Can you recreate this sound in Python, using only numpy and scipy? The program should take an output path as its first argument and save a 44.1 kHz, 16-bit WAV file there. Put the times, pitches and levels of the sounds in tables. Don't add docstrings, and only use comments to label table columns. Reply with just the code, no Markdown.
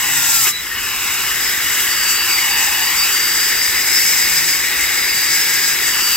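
import sys
import numpy as np
from scipy import signal
from scipy.fft import rfft, irfft
from scipy.io import wavfile
from scipy.ndimage import map_coordinates

SR = 44100
rng = np.random.default_rng(int(sys.argv[2]) if len(sys.argv) > 2 else 0)


def bounce(signal):
    frames = np.transpose(np.atleast_2d(signal))
    limited = np.clip(frames, -1, 1)
    pcm = np.round(limited * 32767).astype(np.int16)
    wavfile.write(sys.argv[1], SR, pcm)


N = 271656
TIME = np.arange(N) / SR
FREQ = np.maximum(np.arange(N // 2 + 1) * SR / N, 1)

# frequency in Hz, relative density in dB.
SITE_SPECTRUM = [(33, 2), (45, 3.5), (65, 4.5), (110, -1), (190, -5), (260, -3), (400, -6), (1000, -58)]
SITE_DB = -43.34

# time in seconds, delay in ms.
WALL_DELAY = [(0, 1.02), (.38, 1.23), (.52, 0.5), (.72, 0.65), (1.1, 0.82), (1.45, 0.53), (2.25, .7),
              (2.5, 1.09), (2.8, 1.13), (3.15, .6), (3.9, .5), (5.8, .52), (6.0, 0.68)]
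WALL_ECHO = .36
VENT_DB_PER_MS = 2

# time in seconds, speed in turns per second [Hz].
SPINDLE_SPEED = [(0, 148), (.32, 142.5), (.42, 134), (.5, 123), (.56, 122), (.9, 144), (1.2, 153.2),
                 (1.55, 160), (2.3, 168.2), (3.3, 171.6), (4.0, 172.8), (4.3, 164), (4.55, 154.5),
                 (4.95, 163.2), (5.45, 167), (5.74, 165), (6.16, 168.2)]

# frequency in Hz, relative density in dB.
FAN_SPECTRUM = [(270, -19.5), (340, -11.5), (440, -14), (600, -19), (850, -7), (1150, -8), (1600, -4),
                (2000, 0.5), (2500, -2.5), (2930, -1), (3100, -10.5), (3750, -5.5), (4400, -14),
                (7000, -60)]
# frequency in Hz, width in Hz, relative level in dB.
GEAR_CASE_MODES = [(1140, 190, -6), (1760, 250, -1), (1938, 100, 2.5), (2170, 127, 6), (2660, 440, -0.5),
                   (2925, 120, 0.5)]
# full-speed level in dB, loss at the slowest in dB, bend.
FAN_LAW = (-21, 8.9, 2.15)
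JAM_S, JAM_LENGTH_S, JAM_DB = 0.473, 0.051, -19.5

# multiple of the spindle speed, level at full speed in dB, left minus right in dB.
MOTOR_WHINES = [(1, -52, 0), (2, -53, 0), (44.9, -42, 4), (78.55, -35, 12)]
MOTOR_RATIO = 36 / 11
# centre in seconds, length in seconds, level of the once-a-turn tone in dB.
SIDE_THUMPS = [(0.167, 0.28, -42.5), (0.426, .14, -42.5), (4.397, 0.36, -44.5), (5.5, 0.44, -54)]

# start in seconds, length in seconds, level of the main tone in dB, level of the upper sideband in dB.
SQUEAL_RUBS = [(1.867, 0.17, -27, -32), (2.04, 0.17, -23.5, -45), (2.268, 0.12, -22, -32),
               (2.477, 0.077, -22, -35), (2.613, .15, -37, -30), (2.777, 0.11, -25.5, -39),
               (2.948, 0.058, -21, -31), (3.092, .18, -22, -31), (3.29, 0.31, -28, -29),
               (3.59, 0.11, -33, -28), (3.728, 0.17, -40, -26), (4.798, 0.25, -37, -28.5),
               (5.053, 0.25, -28, -29), (5.79, 0.24, -28, -30.5), (6.023, 0.17, -23, -48)]
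SQUEAL_ATTACK_S, SQUEAL_RELEASE_S = 0.043, 0.085
SQUEAL_HZ, SQUEAL_HZ_PER_SPIN_HZ = 4685, 5.5
# centre in seconds, length in seconds, pitch in Hz, level in dB.
DISC_CHIRPS = [(0.227, 0.18, 3675, -29), (0.555, 0.12, 3950, -27.5), (0.723, 0.062, 1860, -27.5),
               (3.975, 0.076, 5075, -23), (4.103, 0.087, 5170, -20), (5.35, 0.15, 5070, -30),
               (5.572, .08, 5075, -31), (5.684, 0.084, 5030, -27)]

# frequency in Hz, relative density in dB.
GRIT_SPECTRUM = [(2500, -15), (3300, -1.5), (4100, 0), (4400, -18), (4650, 0.5), (5450, -7.5), (5750, -5),
                 (6700, -8), (8450, -4), (9100, -3.5), (11000, 0), (12700, 2), (13800, 4), (15800, 2)]
# frequency in Hz, width in Hz, relative level in dB.
DISC_MODES = [(4560, 110, -4), (4875, 62, 4.5), (5114, 210, 1.5), (5280, 135, -0.5)]
# frequency in Hz, width in Hz, relative level in dB.
GUARD_MODES = [(5780, 140, -2), (6260, 680, -5), (7190, 540, -2), (7730, 360, 2), (8270, 350, -5.5)]
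# start in seconds, length in seconds, added bite 0-1, growth over the cut in dB, bearing drone in dB,
# grit hiss in dB, disc ring in dB, guard ring in dB.
JOINT_CUTS = [(-.06, 0.55, 0.06, 9.5, -35, -24, -31, -24.5), (3.904, 0.645, 0.4, -2, -60, -26, -25, -30.5),
              (5.29, 0.43, 0.4, 1, -31.5, -30, -28, -46)]
BITE_ATTACK_S, BITE_RELEASE_S, IDLE_BITE = 0.03, 0.043, .05
# centre in seconds, length in seconds, grit hiss in dB, disc ring in dB, guard ring in dB.
SLOT_GRAZES = [(0.373, .1, -29, -38, -30), (1.18, .14, -38, -37, -34), (1.47, 0.12, -38, -27, -40),
               (1.66, 0.081, -30, -42, -32), (1.826, 0.11, -25, -42, -30), (2.117, 0.088, -27, -44, -26),
               (2.633, 0.064, -40, -42, -24.5), (2.95, 0.19, -40, -41, -34), (3.037, 0.12, -30, -27, -36),
               (3.13, 0.084, -26, -36, -30), (3.43, 0.29, -36, -28, -29), (3.915, 0.22, -38, -26, -38),
               (4.097, 0.12, -33, -35, -29), (4.373, .07, -33, -26, -27), (5.364, 0.2, -30, -29, -29),
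               (5.664, 0.09, -35, -23, -30), (5.877, .07, -38, -35, -24), (6.15, 0.25, -27, -46, -35)]
# (full-speed level dB, loss at the slowest dB, bend of that law)
SKIM_GRIT, SKIM_DISC, SKIM_GUARD = (-25, 10, 1.47), (-29, 6.7, 1.6), (-27, 11, 1.9)
DEEPENING_DB_PER_S = .5
GRAIN_DB = .8

# centre in Hz, width in Hz, boost in dB.
LEFT_PORT_BUMPS = [(2030, 360, 2), (1270, 1540, 1), (6480, 2500, 3), (3570, 110, -15.5), (11740, 1100, 1.5)]
# centre in Hz, width in Hz, boost in dB.
RIGHT_PORT_BUMPS = [(2025, 550, -4), (6800, 1060, -3), (12190, 750, 9.5)]
# frequency in Hz, likeness 0-1.
PORT_LIKENESS = [(130, 0.91), (640, 0.94), (1400, 0.8), (3100, 1), (5000, 0.45), (7000, 0), (15000, 0.15)]
PORT_LAG = 2
TOP_HZ = 15750


def undb(db):
    return 10 ** (np.asarray(db) / 20)


def unit(x):
    return x / np.sqrt(np.mean(x ** 2))


def curve(table):
    seconds, value = np.transpose(table)
    return np.interp(TIME, seconds, value)


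def across(points):
    hz, value = np.transpose(points)
    return np.interp(np.log(FREQ), np.log(hz), value)


def colour(x, points):
    bass_cut = np.minimum(FREQ / points[0][0], 1) ** 2
    return unit(irfft(rfft(x) * undb(across(points)) * bass_cut, N))


def resonate(x, modes):
    power = 0
    for hz, width, db in modes:
        power = power + undb(db) ** 2 / (1 + 2 * ((FREQ - hz) / width) ** 2) ** 2
    return unit(irfft(rfft(x) * np.sqrt(power), N))


def walk(rate, size=64):
    count = N // size + 2
    smoothing = 1 + (FREQ[:count // 2 + 1] / rate) ** 2
    slow = irfft(rfft(rng.standard_normal(count)) / smoothing, count)
    return unit(np.interp(np.arange(N) / size, np.arange(count), slow))


def tone(hz, waver_hz, flicker_db):
    phase = 2 * np.pi * np.cumsum(hz + waver_hz * walk(37.7)) / SR
    return unit(np.sin(phase) * undb(flicker_db * walk(33)))


def noise():
    likeness = across(PORT_LIKENESS)
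    shared = rfft(rng.standard_normal(N))
    separate = rfft(rng.standard_normal((2, N)))
    return irfft(np.sqrt(likeness) * shared + np.sqrt(1 - likeness) * separate, N)


def sides(db):
    return undb(np.array([[db], [-db]]) / 2)


def swell(centre, length):
    return np.exp(-(2 * (TIME - centre) / length) ** 2)


def held(start, length, attack, release):
    rise = (TIME - start) / attack
    fall = 1 - (TIME - start - length) / release
    return np.clip(np.minimum(rise, fall), 0, 1)


def by_speed(spindle_hz, full_db, loss_db, bend):
    bogged = (spindle_hz.max() - spindle_hz) / np.ptp(spindle_hz)
    return undb(full_db - loss_db * bogged ** bend)


def pressure(start, length, growth_db):
    progress = np.clip((TIME - start) / length, 0, 1)
    return held(start, length, BITE_ATTACK_S, BITE_RELEASE_S) * undb(growth_db * (progress - .5))


def load():
    bite, drone_gain = IDLE_BITE, 0
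    for start, length, depth, growth_db, drone_db, *_ in JOINT_CUTS:
        bite = bite + depth * held(start, length, BITE_ATTACK_S, BITE_RELEASE_S)
        drone_gain = drone_gain + undb(drone_db) * pressure(start, length, growth_db)
    return bite, drone_gain


def rim_pattern(turns, memory, slip, size=1024):
    fresh = rng.standard_normal((int(turns[-1]) + 2, size))
    carry = memory * np.exp(2j * np.pi * slip)
    rows = signal.hilbert(fresh.ravel()).reshape(-1, size)
    pattern = signal.lfilter([1], [1, -carry], rows, axis=0).real.ravel()
    smooth = signal.sosfilt(signal.butter(8, 1 / 4, output="sos"), pattern)
    return unit(map_coordinates(smooth, [turns * size], order=1, mode="nearest"))


def site_rumble():
    return colour(noise(), SITE_SPECTRUM) * undb(SITE_DB + 0.41 * walk(6.6))


def fan_and_gears(turns, spindle_hz):
    air = colour(noise(), FAN_SPECTRUM) * undb(-0.67 + 0.57 * walk(19))
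    clatter = rim_pattern(turns, memory=.82, slip=.2) + .6 * noise()
    gears = resonate(clatter, GEAR_CASE_MODES) * undb(-5.5 + 2.2 * walk(35))
    delay_ms = curve(WALL_DELAY)
    vent_gain = undb(VENT_DB_PER_MS * (delay_ms - delay_ms.mean()))
    running = by_speed(spindle_hz, *FAN_LAW) * vent_gain
    jam = undb(JAM_DB) * swell(JAM_S, JAM_LENGTH_S)
    roar = (air + gears) * np.hypot(running, jam)
    echo_time = TIME - delay_ms / 1000
    echo = np.array([np.interp(echo_time, TIME, side) for side in roar])
    return roar + WALL_ECHO * echo


def motor(spindle_hz, drone_gain):
    whine = 0
    for multiple, db, pan_db in MOTOR_WHINES:
        whine = whine + undb(db) * sides(pan_db) * tone(multiple * spindle_hz, multiple * .1, 2.5)
    thump_gain = sum(undb(db) * swell(centre, length) for centre, length, db in SIDE_THUMPS)
    once_a_turn = tone(spindle_hz, 0.97, 0.99)
    twice_a_turn = undb(-2.0) * tone(2 * spindle_hz, 3.2, 1.7)
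    thump = thump_gain * (once_a_turn + twice_a_turn)
    drone = drone_gain * tone(3 * MOTOR_RATIO * spindle_hz, 10, 2.5)
    return whine * (spindle_hz / spindle_hz.max()) ** 6 + thump + drone


def squeal(spindle_hz):
    hz = SQUEAL_HZ + SQUEAL_HZ_PER_SPIN_HZ * (spindle_hz - spindle_hz.max())
    mode = tone(hz, 9, 2.5) + undb(-19) * tone(hz + spindle_hz, 12, 3)
    upper_sideband = tone(hz + 2 * spindle_hz, 14, 3)
    sound = 0
    for start, length, db, sideband_db in SQUEAL_RUBS:
        rub = held(start, length, SQUEAL_ATTACK_S, SQUEAL_RELEASE_S)
        sound = sound + rub * (undb(db) * mode + undb(sideband_db) * upper_sideband)
    for centre, length, chirp_hz, db in DISC_CHIRPS:
        sound = sound + undb(db) * swell(centre, length) * tone(chirp_hz, 18, 2)
    return sound


def contact(spindle_hz):
    grit, disc, guard = (by_speed(spindle_hz, *law) for law in (SKIM_GRIT, SKIM_DISC, SKIM_GUARD))
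    deepening = undb(DEEPENING_DB_PER_S * (TIME - TIME.mean()))
    power = np.array([grit, disc * deepening, guard]) ** 2
    for start, length, _, growth_db, _, *layers_db in JOINT_CUTS:
        power = power + np.outer(undb(layers_db), pressure(start, length, growth_db)) ** 2
    for centre, length, *layers_db in SLOT_GRAZES:
        power = power + np.outer(undb(layers_db), swell(centre, length)) ** 2
    return np.sqrt(power)


def scrape(turns, bite, wobble, repeat):
    bursts = np.repeat(rng.exponential(size=N // 16 + 1), 16)[:N]
    grains = unit(noise() * undb(GRAIN_DB * bursts))
    share = repeat * bite
    repeating = rim_pattern(turns, memory=.92, slip=.4)
    force = np.sqrt(1 - share) * grains + np.sqrt(share) * repeating
    return force * (1 + wobble * bite * np.cos(2 * np.pi * turns))


def cutting(turns, spindle_hz, bite):
    grit_gain, disc_gain, guard_gain = contact(spindle_hz)
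    force = scrape(turns, bite, wobble=.12, repeat=.3)
    grit = colour(force, GRIT_SPECTRUM) * grit_gain * undb(5.0)
    guard = resonate(force, GUARD_MODES) * guard_gain * undb(1.5 + 4.6 * bite + 1.55 * walk(17))
    rim_force = scrape(turns, bite, wobble=.15, repeat=1.1)
    disc = resonate(rim_force, DISC_MODES) * disc_gain * undb(1.0 + 0.62 * walk(25))
    return (grit + disc + guard) * undb(0.51 * walk(14))


def ports(x):
    port_db = []
    for bumps in (LEFT_PORT_BUMPS, RIGHT_PORT_BUMPS):
        port_db.append(sum(db * np.exp(-2 * ((FREQ - hz) / width) ** 2) for hz, width, db in bumps))
    left, right = irfft(rfft(x) * undb(port_db), N)
    return np.array([left, np.roll(right, PORT_LAG)])


def scene():
    spindle_hz = curve(SPINDLE_SPEED)
    turns = np.cumsum(spindle_hz) / SR
    bite, drone_gain = load()
    sound = site_rumble()
    sound = sound + fan_and_gears(turns, spindle_hz)
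    sound = sound + motor(spindle_hz, drone_gain)
    sound = sound + squeal(spindle_hz)
    sound = sound + cutting(turns, spindle_hz, bite)
    return ports(sound)


def record(dry):
    low_pass = signal.ellip(12, .1, 80, TOP_HZ, fs=SR, output="sos")
    return signal.sosfilt(low_pass, dry)


dry = scene()
out = record(dry)
bounce(out)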